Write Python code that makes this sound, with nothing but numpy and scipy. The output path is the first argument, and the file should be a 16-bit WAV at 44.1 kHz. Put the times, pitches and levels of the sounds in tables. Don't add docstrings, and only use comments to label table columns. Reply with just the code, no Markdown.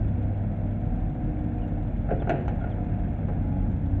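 import sys
import numpy as np
from scipy import signal
from scipy.fft import rfft, irfft
from scipy.io import wavfile

SR = 44100
rng = np.random.default_rng(int(sys.argv[2]) if len(sys.argv) > 2 else 0)


def output_pcm(signal):
    pcm = np.clip(np.atleast_2d(signal).T, -1, 1) * 32767
    wavfile.write(sys.argv[1], SR, np.round(pcm).astype(np.int16))


N = 176400
T = np.arange(N) / SR

# t/s, f/Hz
FIRING_HZ = [(0, 100.8), (.5, 100.1), (.7, 100.6), (1.3, 100.8), (1.7, 100.2), (2.12, 95.7), (2.55, 98.3),
             (2.9, 99.6), (3.1, 98.4), (3.3, 95.3), (3.5, 93.2), (3.75, 94.2), (4, 94.5)]
# t/s, level/dB
EXHAUST_DB = [(0, -27.5), (.7, -31), (1.15, -36.5), (1.5, -35), (1.8, -34.5), (2.4, -33.5), (3.0, -32),
              (3.35, -31.5), (3.6, -31), (4, -30)]
# multiple of crank rate, level/dB
ENGINE_ORDERS = [(1.5, -41), (2, -42), (4, -48), (4.5, -43.5), (5, -41), (6, -47)]
# t/s, level/dB
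PUMP_DB = [(0, -48), (1.1, -46), (1.35, -40), (1.75, -39), (2.0, -48), (2.8, -44), (3.3, -45.5), (3.6, -40),
           (3.85, -40.5), (4, -33.5)]
# multiple of blade rate, level/dB
FAN_HARMONICS = [(1, -42), (2, -54.5), (3, -59.5)]
# t/s, gain/dB
FAN_SWELL_DB = [(0, -4.5), (.25, 2), (.6, -0.5), (1.0, -2), (1.5, 3), (2.1, -1.5), (3.0, -1.5), (4, -3.5)]
# f/Hz, relative density/dB
CLATTER_SPECTRUM = [(210, -31.5), (310, -4.5), (355, 0), (435, -7.5), (475, -3.5), (520, -2), (584, -2),
                    (638, -1), (718, -1), (785, -5.5), (857, -9.5), (1040, -18), (1210, -21.5), (1440, -13),
                    (1670, -18), (1920, -23.5), (2250, -22.5), (2510, -28.5), (2770, -34), (2990, -40),
                    (3470, -43.5), (3680, -61), (4780, -67), (8100, -100)]
# t/s, level/dB
CLATTER_DB = [(0, -44), (.8, -44.5), (1.5, -44), (2.0, -44), (2.7, -42), (3.3, -43.5), (4, -45)]
# f/Hz, width/Hz, level/dB
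HOUSING_MODES = [(1392, 24, -66), (1515, 40, -61.5), (1600, 54, -73.5), (1745, 16, -71), (2050, 17, -74.5),
                 (2413, 10, -79.5), (2435, 30, -77), (2680, 11, -76)]
# f/Hz, relative density/dB
RUMBLE_SPECTRUM = [(12, -28.5), (24, -12.5), (33, -8.5), (39, -1), (46, 2.5), (54, -4), (63, 1.5),
                   (82, -3.5), (110, -4), (150, -5), (190, -6), (215, -6.5), (255, -9), (290, -11.5),
                   (330, -16.5), (400, -35), (600, -52.5)]
# t/s, level/dB
RUMBLE_DB = [(0, -30), (.55, -35), (1.0, -30), (1.35, -32), (2.1, -31), (2.7, -30.5), (3.1, -31.5),
             (4, -29)]
# t/s, length/s, start f/Hz, end f/Hz, level/dB
HYDRAULIC_GLIDES = [(.15, 0.51, 701.6, 660.5, -55), (.15, 0.33, 640, 631, -56.5),
                    (.4, 0.19, 212.4, 195.5, -33), (.42, 0.48, 609, 588, -51),
                    (.64, 0.26, 214.2, 216.2, -38), (.8, 0.34, 748, 737, -49), (1.1, 0.72, 732, 719.3, -48),
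                    (1.15, 0.29, 130.8, 132.8, -37.5), (2.7, 0.4, 720.5, 708, -48),
                    (2.85, 0.24, 190, 180.7, -37), (3.42, .3, 833, 835, -51),
                    (3.45, 0.34, 186.5, 190.5, -40)]
# t/s, gain/dB, brightness/Hz, struck-spot f/Hz, spot boost/dB, mode gain/dB
KNOCKS = [(2.088, -34, 1400, 1450, 3, 3), (2.106, -25, 1800, 1550, 0.5, -6),
          (2.111, -24.5, 680, 548.5, 16.5, -1.5), (2.119, -21, 398, 342, 2, -5.5),
          (2.219, -31.5, 1870, 1160, 7, -5.5), (2.271, -27.5, 1500, 800, 2, -3),
          (2.2936, -22, 7050, 1535, 7, -2.5), (2.301, -23, 2500, 703, 7.5, -7),
          (2.316, -27.5, 1104, 451, 16, -5.5), (2.331, -17, 300, 148, 4, -7.5),
          (2.356, -38, 2560, 437, 10, 3), (2.396, -37, 1500, 1140, 8, -11),
          (2.480, -32, 6990, 820, 12, -4.5), (2.612, -45, 1920, 1420, 9.5, 2.5),
          (2.638, -36, 2440, 1420, 6, 0.5), (2.655, -43, 1880, 1420, 8, -4),
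          (3.284, -33.5, 1600, 1044, 18.5, -7), (3.298, -31, 700, 350, 3, -4.5)]
# f/Hz, relative level/dB, t60/s
BUCKET_MODES = [(145.5, -11, 0.61), (362.3, -9, 0.26), (436, -9, 0.36), (532, -10.5, 0.29), (566, -7, 0.11),
                (627, -17.5, 0.14), (676, -7, 0.39), (715, -1.5, 0.18), (817, -6.5, 0.15),
                (1022, -25.5, 0.093), (1080, -27, 0.083), (1387, -10.5, 0.08), (1445, -12.5, 0.15),
                (1577, -10, .11), (1750, -18.5, 0.11), (2030, -16, .06), (2630, -21.5, 0.14),
                (3800, -29.5, .05), (6090, -23.5, 0.031)]
# f/Hz, relative density/dB
PLATE_SPECTRUM = [(70, 0.5), (150, 0), (300, 1), (700, -1.5), (900, -9.5), (1060, -22.5), (1550, -11.5),
                  (2000, -16), (2700, -16.5), (3400, -28.5), (4300, -33), (5100, -47.5), (6200, -34.5),
                  (7600, -43), (9000, -55)]
# multiple of firing rate, level/dB
IDLE_HARMONICS = [(2, -35.5), (3, -45), (4, -43.5), (5, -47)]
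INJECTOR_DB = [-80, -70.5, -75]
# f/Hz, relative density/dB
TICK_SPECTRUM = [(1500, -8), (2700, 1), (3100, -1), (3450, 2), (3700, -4.5), (4100, -9), (4800, -25),
                 (5500, -21), (6000, -15), (6500, -19), (7200, -12), (8000, -20.5), (9000, -30.5)]
# t/s, length/s, start f/Hz, end f/Hz, level/dB
BIRD_GLIDES = [(1.575, .025, 2450, 2400, -68), (1.598, .024, 2500, 3050, -65),
               (1.614, .02, 3120, 2800, -64), (1.63, .025, 2780, 2830, -65),
               (2.196, .04, 3600, 2950, -64.5), (2.594, .036, 3650, 3050, -68),
               (2.687, .025, 4600, 3900, -81), (2.704, .034, 3700, 2850, -64)]

FIRINGS_PER_TURN, PUMP_PISTONS, FAN_BLADES_PER_TURN = 3, 9, 7.215
CONTACT_CYCLES, MAX_CONTACT_S = 5, .003
MODES_DB, SPOT_WIDTH_OCT, BOOM_DB, BOOM_Q = -2.5, 0.067, -5, 11
PLATES_DB, PLATES_T60_S = -0.5, 0.067
YARD_DB, YARD_T60_S, YARD_CUT_HZ = -10.5, 0.55, 3200
IDLE_HZ, FIRST_TICK_S = 20.63, .028
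TICK_RISE_S, TICK_DECAY_S, TICK_SPREAD_DB, TICK_FLOOR_DB = .004, 0.0096, 1.3, -74
CUTOFF_HZ = 8400


def excavator():
    firings = np.cumsum(curve(FIRING_HZ)) / SR
    turns = firings / FIRINGS_PER_TURN
    return exhaust(firings, turns) + pump(turns) + fan(turns) + clatter(firings) + rumble() + hydraulics()


def exhaust(firings, turns):
    note = from_db(curve(EXHAUST_DB)) * tone(firings, waver_db=-0.13, jitter_rad=0.43)
    return note + sum(from_db(db) * tone(k * turns, waver_db=2.5) for k, db in ENGINE_ORDERS)


def pump(turns):
    return from_db(curve(PUMP_DB)) * tone(PUMP_PISTONS * turns, jitter_rad=.15)


def fan(turns):
    passes = FAN_BLADES_PER_TURN * turns
    hum = sum(from_db(db) * tone(k * passes, jitter_rad=.22) for k, db in FAN_HARMONICS)
    return from_db(curve(FAN_SWELL_DB)) * hum


def clatter(firings):
    pulsing = rms_one(from_db(1.8 * np.cos(2 * np.pi * firings) + 0.5 * drift(52)))
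    rattle = from_db(curve(CLATTER_DB)) * noise(CLATTER_SPECTRUM) * pulsing
    drive = np.diff(rattle, 2, prepend=[0, 0])
    return rattle + sum(from_db(db) * resonate(drive, hz, width_hz) for hz, width_hz, db in HOUSING_MODES)


def rumble():
    return from_db(curve(RUMBLE_DB)) * noise(RUMBLE_SPECTRUM)


def hydraulics():
    return glides(HYDRAULIC_GLIDES, jitter_rad=0.12, flutter_db=1.0)


def bucket():
    out, plates = np.zeros(N), noise(PLATE_SPECTRUM)
    scatter = lowpass(noise(PLATE_SPECTRUM), YARD_CUT_HZ)
    hz, mode_db, t60_s = np.transpose(BUCKET_MODES)[:, :, None]
    age_s = T[:SR]
    for start_s, db, bright_hz, spot_hz, spot_db, ring_db in KNOCKS:
        contact_s = min(CONTACT_CYCLES / bright_hz, MAX_CONTACT_S)
        onset = np.sin(np.pi / 2 * np.minimum(age_s / contact_s, 1)) ** 2
        boost_db = spot_db * np.exp(-(np.log2(hz / spot_hz) / SPOT_WIDTH_OCT) ** 2)
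        decay = from_db(ring_db + mode_db + boost_db - 60 * age_s / t60_s)
        modes = np.sum(rng.choice([-1, 1], hz.shape) * decay * np.sin(2 * np.pi * hz * age_s), axis=0)
        crash = from_db(PLATES_DB - 60 * age_s / PLATES_T60_S) * np.roll(plates, rng.integers(N))[:SR]
        tail = from_db(YARD_DB - 60 * age_s / YARD_T60_S) * np.roll(scatter, rng.integers(N))[:SR]
        spot_filter = signal.iirpeak(spot_hz, BOOM_Q, fs=SR)
        boom = from_db(BOOM_DB + spot_db) * signal.lfilter(*spot_filter, crash)
        knock = lowpass(onset * (modes + crash + boom + tail), bright_hz)
        start = int(start_s * SR)
        out[start:start + SR] += from_db(db) * knock[:N - start]
    return out


def truck():
    firings = (T - FIRST_TICK_S) * IDLE_HZ
    throb = sum(from_db(db) * tone(k * firings) for k, db in IDLE_HARMONICS)
    tick_index = np.floor(firings).astype(int) + 1
    age_s = firings % 1 / IDLE_HZ
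    cylinder_db = np.array(INJECTOR_DB)[(tick_index - 1) % len(INJECTOR_DB)]
    spread_db = TICK_SPREAD_DB * rng.standard_normal(tick_index.max() + 1)[tick_index]
    envelope = 2 * (1 - np.exp(-age_s / TICK_RISE_S)) * np.exp(-age_s / TICK_DECAY_S)
    ticks = from_db(cylinder_db + spread_db) * envelope
    return throb + (ticks + from_db(TICK_FLOOR_DB)) * noise(TICK_SPECTRUM)


def bird():
    return glides(BIRD_GLIDES, jitter_rad=0.68, flutter_db=4.0)


def tone(cycles, waver_db=2.0, jitter_rad=.2):
    waver = from_db(waver_db * drift(4.7))
    phase = 2 * np.pi * (cycles + rng.random()) + jitter_rad * drift(7.4)
    return rms_one(waver * np.sin(phase))


def glides(rows, jitter_rad, flutter_db):
    out = np.zeros(N)
    for start_s, length_s, start_hz, end_hz, db in rows:
        on = (T > start_s) & (T < start_s + length_s)
        along = (T[on] - start_s) / length_s
        cycles = np.cumsum(start_hz + (end_hz - start_hz) * along) / SR
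        arch = np.sqrt(np.abs(2 * np.sin(np.pi * along)))
        swell = from_db(db + flutter_db * drift(2 / length_s)[on]) * arch
        out[on] += swell * np.sin(2 * np.pi * cycles + jitter_rad * drift(2 / length_s)[on])
    return out


def drift(rate_hz):
    hop, settle = 40, 2000
    r = np.exp(-2 * np.pi * rate_hz * hop / SR)
    slow = signal.lfilter([1], [1, -2 * r, r * r], rng.standard_normal(N // hop + settle + 2))[settle:]
    return np.interp(np.arange(N) / hop, np.arange(len(slow)), rms_one(slow))


def noise(spectrum):
    hz, db = np.transpose(spectrum)
    log_hz = np.log(np.maximum(np.arange(N // 2 + 1) * SR / N, 1))
    gain = from_db(np.interp(log_hz, np.log(hz), db, left=-90, right=-90))
    return rms_one(irfft(rfft(rng.standard_normal(N)) * gain, N))


def resonate(x, hz, width_hz):
    r = np.exp(-np.pi * width_hz / SR)
    return rms_one(signal.lfilter([1, 0, -1], [1, -2 * r * np.cos(2 * np.pi * hz / SR), r * r], x))


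def lowpass(x, hz, order=2):
    return signal.sosfilt(signal.butter(order, hz, fs=SR, output="sos"), x)


def curve(rows):
    return np.interp(T, *np.transpose(rows))


def from_db(db):
    return np.exp(np.asarray(db) * (np.log(10) / 20))


def rms_one(x):
    return x / np.sqrt(np.mean(x ** 2) + 1e-20)


def scene():
    return (excavator() + truck() + bucket() + bird())[None]


def record(dry):
    return lowpass(dry, CUTOFF_HZ, order=16)


dry = scene()
out = record(dry)
output_pcm(out)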